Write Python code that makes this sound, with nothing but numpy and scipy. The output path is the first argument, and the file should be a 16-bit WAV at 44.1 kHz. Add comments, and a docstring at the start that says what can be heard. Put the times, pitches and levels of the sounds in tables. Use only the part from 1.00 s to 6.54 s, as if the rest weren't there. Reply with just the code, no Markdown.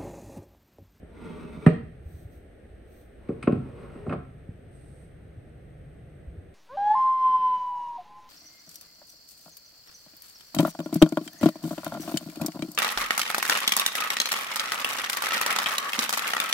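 """Two wooden drawers pushed shut

A small drawer slides in and slams home; a wide one is nudged, knocks, slides, rattles and is pressed flush.
Short knocks ring the wooden modes of each drawer, random tiny slips make the rubbing, and a room echoes both.
Clothes and fingers brush faintly as shaped noise, and the hand-held microphone rumbles and bumps softly.
A fan-like rush of steady noise fills the workshop throughout."""
import sys
import numpy as np
from scipy import signal
from scipy.fft import rfft, irfft
from scipy.io import wavfile

SR = 44100
rng = np.random.default_rng(int(sys.argv[2]) if len(sys.argv) > 2 else 0)


def log_audio(samples):
    """Write samples as a 16-bit WAV file to the path given in sys.argv[1]."""
    # one column per channel
    frames = np.atleast_2d(samples).T
    # limit to full scale, then quantise
    limited = np.clip(frames, -1, 1)
    pcm = np.round(limited * 32767).astype(np.int16)
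    wavfile.write(sys.argv[1], SR, pcm)


N = 244314
TIME = np.arange(N) / SR
RING_TIME = TIME[:SR]   # one second, for everything that rings

# Steady rush of the shop. Each row: frequency in Hz, level in dB per Hz.
SHOP = [(20, -86), (65, -68), (140, -82.5), (210, -82.5), (450, -82.5), (700, -89), (830, -96.5),
        (940, -107), (1250, -100), (1850, -97.5), (2300, -102.5), (3000, -108), (4000, -113.5),
        (5000, -122), (9000, -121), (13500, -122), (15500, -135)]
# How alike left and right noise are. Each row: frequency in Hz, likeness from 0 to 1.
LIKENESS = [(120, 0.96), (260, 0.86), (500, 0.34), (1000, 0.033), (2000, 0.46), (4000, 0.063),
            (12000, 0.63)]

# Main tones of each drawer in its case. Each row: frequency in Hz, level in dB, time to fall 60 dB in seconds.
SMALL_MODES = [(166.3, -19.5, 0.27), (166, 0.5, 0.042), (228.4, -4.5, 0.05), (297, -9, 0.043),
               (358, -15, 0.061), (400.5, -18, 0.12), (462, -27.5, 0.3), (617, -22.5, 0.23),
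               (744, -12, 0.061), (803, -39, 0.072), (940, -38, 0.018), (1120, -23.5, 0.064),
               (1199, -17, 0.045), (1252.5, -14.5, 0.063), (1264.4, -11.5, 0.045), (1464, -45, 0.029),
               (1835, -38, 0.076), (1845, -21.5, 0.047), (1930, -20, 0.02), (2100, -25, 0.027),
               (2305, -40, 0.064), (2392, -22, 0.021), (2530, -37, 0.04), (3000, -43.5, 0.062),
               (3160, -36, 0.04), (3690, -44, 0.053), (4220, -45.5, 0.048), (4470, -45, 0.05)]
WIDE_MODES = [(103.4, -11.5, 0.12), (134.2, -18.5, 0.43), (162.2, -10, 0.12), (194.6, -14.5, 0.12),
              (231.5, -3.5, 0.056), (262.2, -21.5, 0.27), (302, -6.5, 0.045), (336.4, -14.5, 0.083),
              (374, -12.5, 0.092), (397, -23, 0.1), (437.6, -19.5, 0.1), (520, -15.5, 0.033),
              (628, -29, 0.12), (718, -28, 0.13), (782, -24.5, 0.17), (1000, -41, 0.075),
              (1084, -21, 0.073), (1196, -28.5, 0.071), (1329, -17.5, 0.064), (1556, -34, 0.059),
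              (1800, -39.5, 0.04), (2170, -33.5, 0.052), (2527, -32, 0.039), (2700, -39.5, 0.033),
              (2980, -37.5, 0.034), (3450, -45, 0.045), (3870, -45, 0.04), (4200, -47, 0.04),
              (4813, -48, 0.049)]
# The crowd of finer, quickly damped panel tones. Each row: frequency in Hz, level in dB.
PANELS = [(100, -16), (400, -10.5), (700, -10), (920, 18), (1250, 18), (1680, 13), (2050, 11.5),
          (2550, 7.5), (3200, -1), (4000, -7.5), (6000, -13.5), (9000, -3), (15000, -23.5)]
SMALL_PANEL_DB, SMALL_PANEL_T60_S = -5, .085
WIDE_PANEL_DB, WIDE_PANEL_T60_S = -7, .06

# Knocks: an edge ticks and rings the box, more or less by where it lands; the drawer's weight thumps after it.
# The small drawer is taken hold of, catches on its runners, slams home and rebounds.
# The wide one is nudged, knocks along its runners, catches briefly, rattles into its seat, is pressed flush.
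# Each row: time in seconds, tick level in dB, tick pitch in Hz, ring of the tick in dB, thump level in dB,
# thump pitch in Hz, pitch of the edge's clack in Hz, clack level in dB over the tick.
SMALL_KNOCKS = [ (.026, -38, 1210, -7, -29.5, 350, 1350, -9), (.402, -51, 900, -4, -38, 200, 1350, -3),
                (.445, -60, 900, -12, -30.5, 198, 1090, -2), (.568, -53, 650, -8, -25, 223, 760, 4.5),
                (.6612, 2.5, 2250, -7.5, 3, 268, 2400, -9), (.6649, -24.5, 753, -0.5, -1.5, 104, 1220, -3),
                (.6705, -22, 3600, -4, -14.5, 330, 4300, -1), (.686, -21, 2400, -1.5, -24, 420, 2330, 9),
                (.732, -21, 3300, -6, -33, 161, 4220, 3)]
WIDE_KNOCKS = [ (2.286, -22, 2780, -3.5, -11, 284, 2400, -2), (2.300, -27, 395, 2, -19, 370, 410, 4.5),
               (2.4252, -10, 4300, 2.5, -34, 223, 2340, 5), (2.432, -15.5, 3870, -6.5, -22, 182, 3000, 5),
               (2.4712, -7, 1480, 1, 0, 335, 2670, 4.5), (2.489, -31.5, 1210, -0.5, -11.5, 332, 1310, 2),
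               (2.5205, -18, 3000, 1, -4.5, 198.6, 2670, 0.5), (2.548, -41, 990, -5, -8.5, 183, 620, 2.5),
               (2.652, -53, 890, -14, -26.5, 233, 1090, 0), (2.955, -33.5, 950, 0.5, -25, 318, 1330, -14),
               (3.0622, -23, 710, 2, -37, 194, 1370, -16), (3.070, -28.5, 480, 3, -12, 114.5, 600, 7),
               (3.0928, -17.5, 2270, 2.5, -21, 202, 2630, 8), (3.102, -28, 600, 5, -22, 280, 630, 4),
               (3.108, -33, 1900, 10, -16.5, 208, 1750, 19), (3.1222, -7.5, 1200, -4.5, -19, 188, 1210, -8),
               (3.128, -22, 2900, 5.5, -17.5, 210.5, 3340, 5), (3.1355, -19.5, 930, 1, -28, 310, 686, 4),
               (3.146, -29, 685, 0, -26, 214, 724, 3), (3.162, -31, 800, -3, -44, 400, 630, 3),
               (3.172, -39, 700, -9, -24.5, 134, 630, 0), (3.479, -53, 805, 1, -24, 139, 630, -6)]
TICK_OCTAVES, THUMP_OCTAVES = 1.71, 0.82   # bandwidth of the two parts of a knock
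EDGE_WIDTH_HZ = 220   # bandwidth of the clack

# One push slides each drawer home.
# Each row: time in seconds, friction level in dB, resonance of the runner in Hz.
SMALL_SLIDE = [(.05, -23, 395), (.17, -4, 410), (.26, 1.5, 444), (.38, 1, 436), (.49, -1.5, 414),
               (.55, 0.5, 395), (.59, -2.5, 424), (.66, 3.5, 422)]
WIDE_SLIDE = [(2.2, -9, 367), (2.35, -2, 363), (2.62, -1.5, 366), (2.71, -0.5, 387), (2.81, 3.5, 388),
              (2.92, 2, 346), (2.97, 3.5, 383), (3.04, 1.5, 428.6), (3.12, 5.5, 426)]
SMALL_RUNNER_WIDTH_HZ, WIDE_RUNNER_WIDTH_HZ = 20, 30
# Force of the wood grain on the runners. Each row: frequency in Hz, level in dB per Hz before the push.
SMALL_FRICTION = [(60, -114), (140, -111), (205, -99), (330, -100), (450, -107), (750, -109), (900, -96),
                  (1200, -105), (1380, -99), (1780, -108), (2060, -101), (2420, -99), (2900, -103),
                  (3650, -96.5), (4400, -103), (6000, -104), (9000, -109), (15000, -104)]
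WIDE_FRICTION = [(60, -100), (160, -102), (260, -106), (370, -103), (700, -100), (950, -100.5),
                 (1300, -106), (2500, -103.5), (4000, -106), (6000, -113), (9000, -112), (15000, -112)]
CATCHES_PER_S, CATCH_SPREAD_DB = 9000, 1.6   # average rate and spread of the slips
JUDDER_HZ, JUDDER_DB = 60, 1.1   # rate and depth of the uneven judder
# Resonances that the rubbing wakes on its way.
# Each row: time of the strongest moment in seconds, length in seconds, frequency in Hz, level in dB.
SMALL_SCRAPES = [(0.193, .16, 420, 13), (0.217, 0.26, 2020, 10), (.26, 0.11, 3860, 13.5),
                 (0.278, 0.11, 870, 5), (0.282, 0.25, 2570, 4), (.33, .12, 3190, 15), (.35, 0.42, 1380, 5),
                 (.44, .14, 1125, 10.5), (.45, 0.2, 2600, 15), (0.578, 0.083, 620, 14),
                 (.6, .18, 3500, 12.5), (.62, .14, 2290, 11)]
WIDE_SCRAPES = [(2.72, 0.17, 2430, 5.1), (2.8, .14, 1140, 3.1), (2.87, .16, 1325, 11), (2.96, .12, 2600, 2),
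                (3.04, 0.14, 1830, 9.5)]
SCRAPE_WIDTH_HZ, SCRAPE_SAG_PER_S = 50, .15   # the sag is a share of the pitch

# Echo of the room. Each row: frequency in Hz, level in dB.
ROOM = [(80, -3.5), (160, -13.5), (400, -1.5), (650, -3.5), (1000, -6.5), (1800, -6), (2600, -7),
        (3700, -1.5), (9000, -2.5)]
# How long the echo lasts. Each row: frequency in Hz, time to fall 60 dB in seconds.
ROOM_T60 = [(100, 0.84), (300, 0.33), (700, 0.3), (2000, 0.51), (4000, 0.49), (9000, 0.12)]

# The microphone rumbles while it is moved. Each row: start in seconds, end in seconds, level in dB.
HANDLING = [(.7, 1.27, -3.5), (2.1, 5.45, -2.5)]
# Colour of that rumble. Each row: frequency in Hz, level in dB per Hz before the swell.
HANDLING_COLOUR = [(20, -92), (65, -74.5), (155, -67.5), (230, -90), (500, -105), (1500, -140)]
# Clothes rustle as the arm moves. Each row: start in seconds, end in seconds, level in dB.
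CLOTH = [(1.0, 1.225, -2), (1.29, 1.36, -5.5), (1.83, 2.02, -3.5)]
# Colour of the rustle. Each row: frequency in Hz, level in dB per Hz before the swell.
CLOTH_COLOUR = [(1500, -125), (4000, -106), (5000, -113), (6300, -108), (10000, -115), (13000, -102),
                (15500, -107)]
# Soft low bumps from the palm and the grip on the microphone.
# Each row: start in seconds, level in dB, pitch in Hz.
BUMPS = [(1.047, -32.5, 70.7), (1.133, -34.5, 77), (1.243, -35, 92), (3.483, -34.5, 101), (3.534, -41, 84),
         (4.281, -43.5, 62), (4.369, -37, 103), (5.265, -35, 67), (5.371, -34, 83)]
BUMP_CYCLES = 2.9   # rough length of a bump, in cycles of its pitch
# Fingers brush the drawer front. Each row: start in seconds, end in seconds, level in dB.
FINGERS = [(3.67, 4.045, -1.1)]
# Colour of the brushing. Each row: frequency in Hz, level in dB per Hz before the swell.
FINGERS_COLOUR = [(1500, -120), (4000, -112), (6000, -118), (9000, -108), (12000, -117), (15000, -128)]

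# Treble colour of the two microphone ports. Each row: frequency in Hz, level in dB.
LEFT_PORT = [(6600, 1.5), (7100, -8), (7750, -5.5), (8100, 7.5), (9500, -3.5)]
RIGHT_PORT = [(6600, 1.5), (7100, -22), (7800, -5), (8100, 19), (8900, 8), (10500, 1), (12500, 0.5)]
CUTOFF_HZ = 15700   # the microphone lets nothing much higher through
TINY = 1e-18   # keeps filters from slowing down on vanishingly small numbers


def amp(db):
    """Turn decibels into gain."""
    return 10 ** (np.asarray(db) / 20)


def at_hz(points, hz):
    """Read a table between its rows, along a log-frequency axis."""
    f, value = np.transpose(points)
    return np.interp(np.log(np.maximum(hz, 1)), np.log(f), value)


def bins(x):
    """List the frequencies of a signal's spectrum."""
    return np.fft.rfftfreq(x.shape[-1], 1 / SR)


def colour(x, spectrum):
    """Make some frequencies louder or softer, by a table of Hz and dB."""
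    return irfft(rfft(x) * amp(at_hz(spectrum, bins(x))), x.shape[-1])


def convolve(x, response):
    """Let every instant of a signal set off its own copy of a response."""
    return signal.fftconvolve(np.atleast_2d(x), response, axes=-1)[:, :N]


def diffuse(size):
    """White stereo noise whose two sides are as alike at each frequency as LIKENESS says."""
    white = rng.standard_normal((2, size))
    mid, side = rfft(white)
    alike = np.clip(at_hz(LIKENESS, bins(white)), 0, .999)
    shared = np.sqrt((1 + alike) / 2) * mid
    opposed = np.sqrt((1 - alike) / 2) * side * [[1], [-1]]
    return irfft(shared + opposed, size)


def hiss(spectrum):
    """Steady stereo noise with a given dB per Hz."""
    return colour(diffuse(N), spectrum) * np.sqrt(SR / 2)


def shop_rush():
    """The fan-like rush is steady noise, strongest in the bass."""
    return hiss(SHOP)


def decay(t60):
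    """A fade that loses 60 dB in t60 seconds."""
    return np.exp(-np.log(1000) * RING_TIME / t60)


def dying_noise(spectrum, t60s, build_s):
    """Countless tones ringing at once sound like noise; each octave fades at its own pace."""
    noise = rfft(colour(diffuse(SR), spectrum))
    out = 0
    centres = np.geomspace(62.5, 16000, 9)
    for hz, own in zip(centres, np.eye(len(centres))):
        share = at_hz(np.c_[centres, own], bins(RING_TIME))
        band = irfft(noise * share, SR)
        envelope = decay(at_hz(t60s, hz)) * (1 - np.exp(-RING_TIME / build_s))
        out = out + band * envelope / np.linalg.norm(envelope)
    return out


def drawer(modes, panel_db, panel_t60, lean_db, travel_s, radiate_hz, give_s):
    """Two stereo responses of a drawer: its main tones, and the crack of its panels, carried through the case."""
    ring = 0
    for k, (hz, db, t60) in enumerate(modes):
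        # low tones move the whole box together; higher neighbours swing against each other
        sign = 1 if hz < 560 else (-1) ** k
        ring = ring + sign * amp(db) * decay(t60) * np.sin(2 * np.pi * hz * RING_TIME)
    ring = ring * (1 - np.exp(-RING_TIME / give_s))   # the wood gives a little before it rings
    ring = ring * amp([[-lean_db], [lean_db]])   # left, right
    crack = dying_noise(PANELS, [(500, panel_t60), (8000, .7 * panel_t60)], build_s=.001)
    response = np.array([ring, amp(panel_db) * crack])
    f = bins(RING_TIME)
    # bending waves are slower the lower they are, so the crack leads the thump; travel_s holds at 1 kHz
    bending = np.exp(-4j * np.pi * travel_s * np.sqrt(1000 * f))
    # a small box hardly radiates the deepest bass
    radiation = 1j * f / (1j * f + radiate_hz)
    return irfft(rfft(response) * bending * radiation, SR)


def contact(s, db, hz, octaves):
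    """One brief touch of wood on wood: a click kept to a band of pitches around hz."""
    low_hz = hz / 2 ** (octaves / 2)
    high_hz = min(hz * 2 ** (octaves / 2), CUTOFF_HZ)
    pulse = signal.unit_impulse(SR // 10)
    for edge_hz, kind in ((low_hz, "high"), (high_hz, "low")):
        band_edge = signal.butter(2, edge_hz, kind, fs=SR, output="sos")
        pulse = signal.sosfilt(band_edge, pulse + TINY)
    return np.pad(amp(db) * pulse, (round(s * SR), N))[:N]


def knocks(rows, lag_cycles):
    """Force on main tones and panels: a tick with its edge's clack, then a thump that lags more when deeper."""
    on_modes, on_panels = np.zeros((2, N))
    for s, tick_db, tick_hz, ring_db, thump_db, thump_hz, clack_hz, clack_db in rows:
        tick = contact(s, tick_db, tick_hz, TICK_OCTAVES)
        b, a = signal.iirpeak(clack_hz, clack_hz / EDGE_WIDTH_HZ, fs=SR)
        clack = signal.lfilter(b, a, tick + TINY)
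        tick = tick + amp(clack_db) * clack
        thump = contact(s + lag_cycles / thump_hz, thump_db, thump_hz, THUMP_OCTAVES)
        on_modes += amp(ring_db) * tick + thump
        on_panels += tick + thump
    return on_modes, on_panels


def push(rows, release_s):
    """Gain of a push, which starts from rest and dies away at the stop, and the pitch of the runner."""
    s, db, hz = np.transpose(rows)
    outside_s = np.abs(TIME - np.clip(TIME, s[0], s[-1]))
    effort = amp(np.interp(TIME, s, db)) * np.exp(-outside_s / release_s)
    return effort, np.interp(TIME, s, hz)


def unevenness(rate_hz):
    """A random line that heads for a new value rate_hz times a second."""
    steps = rng.standard_normal(2000)
    return np.interp(TIME * rate_hz, np.arange(len(steps)), steps)


def slide(effort, friction):
    """Wood fibres catch and let go: tiny slips of uneven size, stronger and weaker as the drawer judders."""
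    sizes = amp(CATCH_SPREAD_DB * np.minimum(rng.exponential(1, N), 4))
    happens = rng.random(N) < CATCHES_PER_S / SR
    judder = amp(JUDDER_DB * unevenness(JUDDER_HZ))
    slips = sizes * happens * judder * diffuse(N)
    return effort * colour(slips / slips.std(), friction) * np.sqrt(SR / 2)


def excite(responses, blows, rub, rub_modes_db, rub_panels_db):
    """Blows ring the whole drawer; rubbing travels along the runners, so panel tones blur into a broad rasp."""
    modes, panels = responses
    on_modes, on_panels = blows
    ringing = convolve(on_modes + amp(rub_modes_db) * rub, modes)
    crack = convolve(on_panels, panels)
    rasp = amp(rub_panels_db) * colour(rub, PANELS)
    return ringing + crack + rasp


def runner(rub, hz, width_hz, level_db):
    """A hollow resonance under the rubbing, able to shift in pitch as the drawer goes deeper into its case."""
    turn = np.exp(2j * np.pi * np.cumsum(hz) / SR)
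    r = np.exp(-np.pi * width_hz / SR)
    # shift the moving pitch down to 0 Hz, smooth there, and shift it back up
    smooth = signal.lfilter([1 - r], [1, -r], rub.mean(axis=0) / turn + TINY)
    return amp(level_db) * np.real(turn * smooth)


def scrapes(rub, rows):
    """As the contact travels, resonances of the drawer's side swell, sag a little in pitch and fade."""
    rasp, out = colour(rub, PANELS), 0
    for s, length_s, hz, db in rows:
        from_peak_s = TIME - s
        nearness = np.exp(-(2 * from_peak_s / length_s) ** 2)
        sagging_hz = hz * np.exp(-SCRAPE_SAG_PER_S * from_peak_s)
        out = out + nearness * runner(rasp, sagging_hz, SCRAPE_WIDTH_HZ, db)
    return out


def small_drawer():
    """The small drawer is rubbed along its runners and slams home, which rings its wood."""
    responses = drawer(SMALL_MODES, SMALL_PANEL_DB, SMALL_PANEL_T60_S, lean_db=0.94,
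                       travel_s=0.001842, radiate_hz=78.5, give_s=0.0011)
    blows = knocks(SMALL_KNOCKS, lag_cycles=0.05)
    effort, runner_hz = push(SMALL_SLIDE, release_s=0.0091)
    rub = slide(effort, SMALL_FRICTION)
    wood = excite(responses, blows, rub, rub_modes_db=-6, rub_panels_db=-6)
    hollow = runner(rub, runner_hz, SMALL_RUNNER_WIDTH_HZ, level_db=46)
    return wood + scrapes(rub, SMALL_SCRAPES) + hollow


def room_echo(wood):
    """The room answers the wood with a brief wash of echoes."""
    return convolve(wood, dying_noise(ROOM, ROOM_T60, build_s=0.00048))


def swell(rows, attack_share, release_s):
    """Gain of hand movements: each gathers speed over a share of its length, holds, and dies away."""
    gain = np.zeros(N)
    for start, end, db in rows:
        age = np.maximum(TIME - start, 0)
        attack = np.sin(np.pi / 2 * np.minimum(age / (attack_share * (end - start)), 1)) ** 2
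        release = np.exp(-np.maximum(TIME - end, 0) / release_s)
        gain += amp(db) * attack * release
    return gain


def handling():
    """Moving the hand-held microphone makes a low rumble of noise."""
    return swell(HANDLING, attack_share=0.12, release_s=0.095) * hiss(HANDLING_COLOUR)


def cloth_rustle():
    """Clothes rub as the arm moves, heard as swelling high noise."""
    return swell(CLOTH, attack_share=0.65, release_s=0.048) * hiss(CLOTH_COLOUR)


def bumps():
    """A padded push swells and fades within a few low cycles."""
    out = np.zeros(N)
    for s, db, hz in BUMPS:
        cycles = hz * np.maximum(TIME - s, 0)
        phase = 2 * cycles / BUMP_CYCLES   # strongest at 1
        out += amp(db) * phase ** 2 * np.exp(1 - phase ** 2) * np.sin(2 * np.pi * cycles)
    return out


def wide_drawer():
    """The wide drawer knocks and rubs along its runners and rattles into its seat, which rings its wood."""
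    responses = drawer(WIDE_MODES, WIDE_PANEL_DB, WIDE_PANEL_T60_S, lean_db=0.17,
                       travel_s=0.001826, radiate_hz=67.7, give_s=0.0013)
    blows = knocks(WIDE_KNOCKS, lag_cycles=0.827)
    effort, runner_hz = push(WIDE_SLIDE, release_s=0.021)
    rub = slide(effort, WIDE_FRICTION)
    wood = excite(responses, blows, rub, rub_modes_db=-11, rub_panels_db=-7)
    hollow = runner(rub, runner_hz, WIDE_RUNNER_WIDTH_HZ, level_db=41)
    return wood + scrapes(rub, WIDE_SCRAPES) + hollow


def finger_brush():
    """Skin brushing over the drawer front makes a faint high noise."""
    return swell(FINGERS, attack_share=0.26, release_s=0.054) * hiss(FINGERS_COLOUR)


def scene():
    """Add up the two drawers, their echo, the grip, clothes, fingers and the shop."""
    wood = small_drawer() + wide_drawer()
    grip = handling() + bumps()
    return shop_rush() + wood + room_echo(wood) + grip + cloth_rustle() + finger_brush()


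def record(dry):
    """The microphone ports colour the treble, the highest peaks are rounded, the top is cut."""
    heard = np.array([colour(dry[0], LEFT_PORT), colour(dry[1], RIGHT_PORT)])
    rounded = heard / (1 + heard ** 8) ** (1 / 8)
    top_cut = signal.ellip(10, .1, 80, CUTOFF_HZ, fs=SR, output="sos")
    return signal.sosfilt(top_cut, rounded)


dry = scene()
out = record(dry)
log_audio(out)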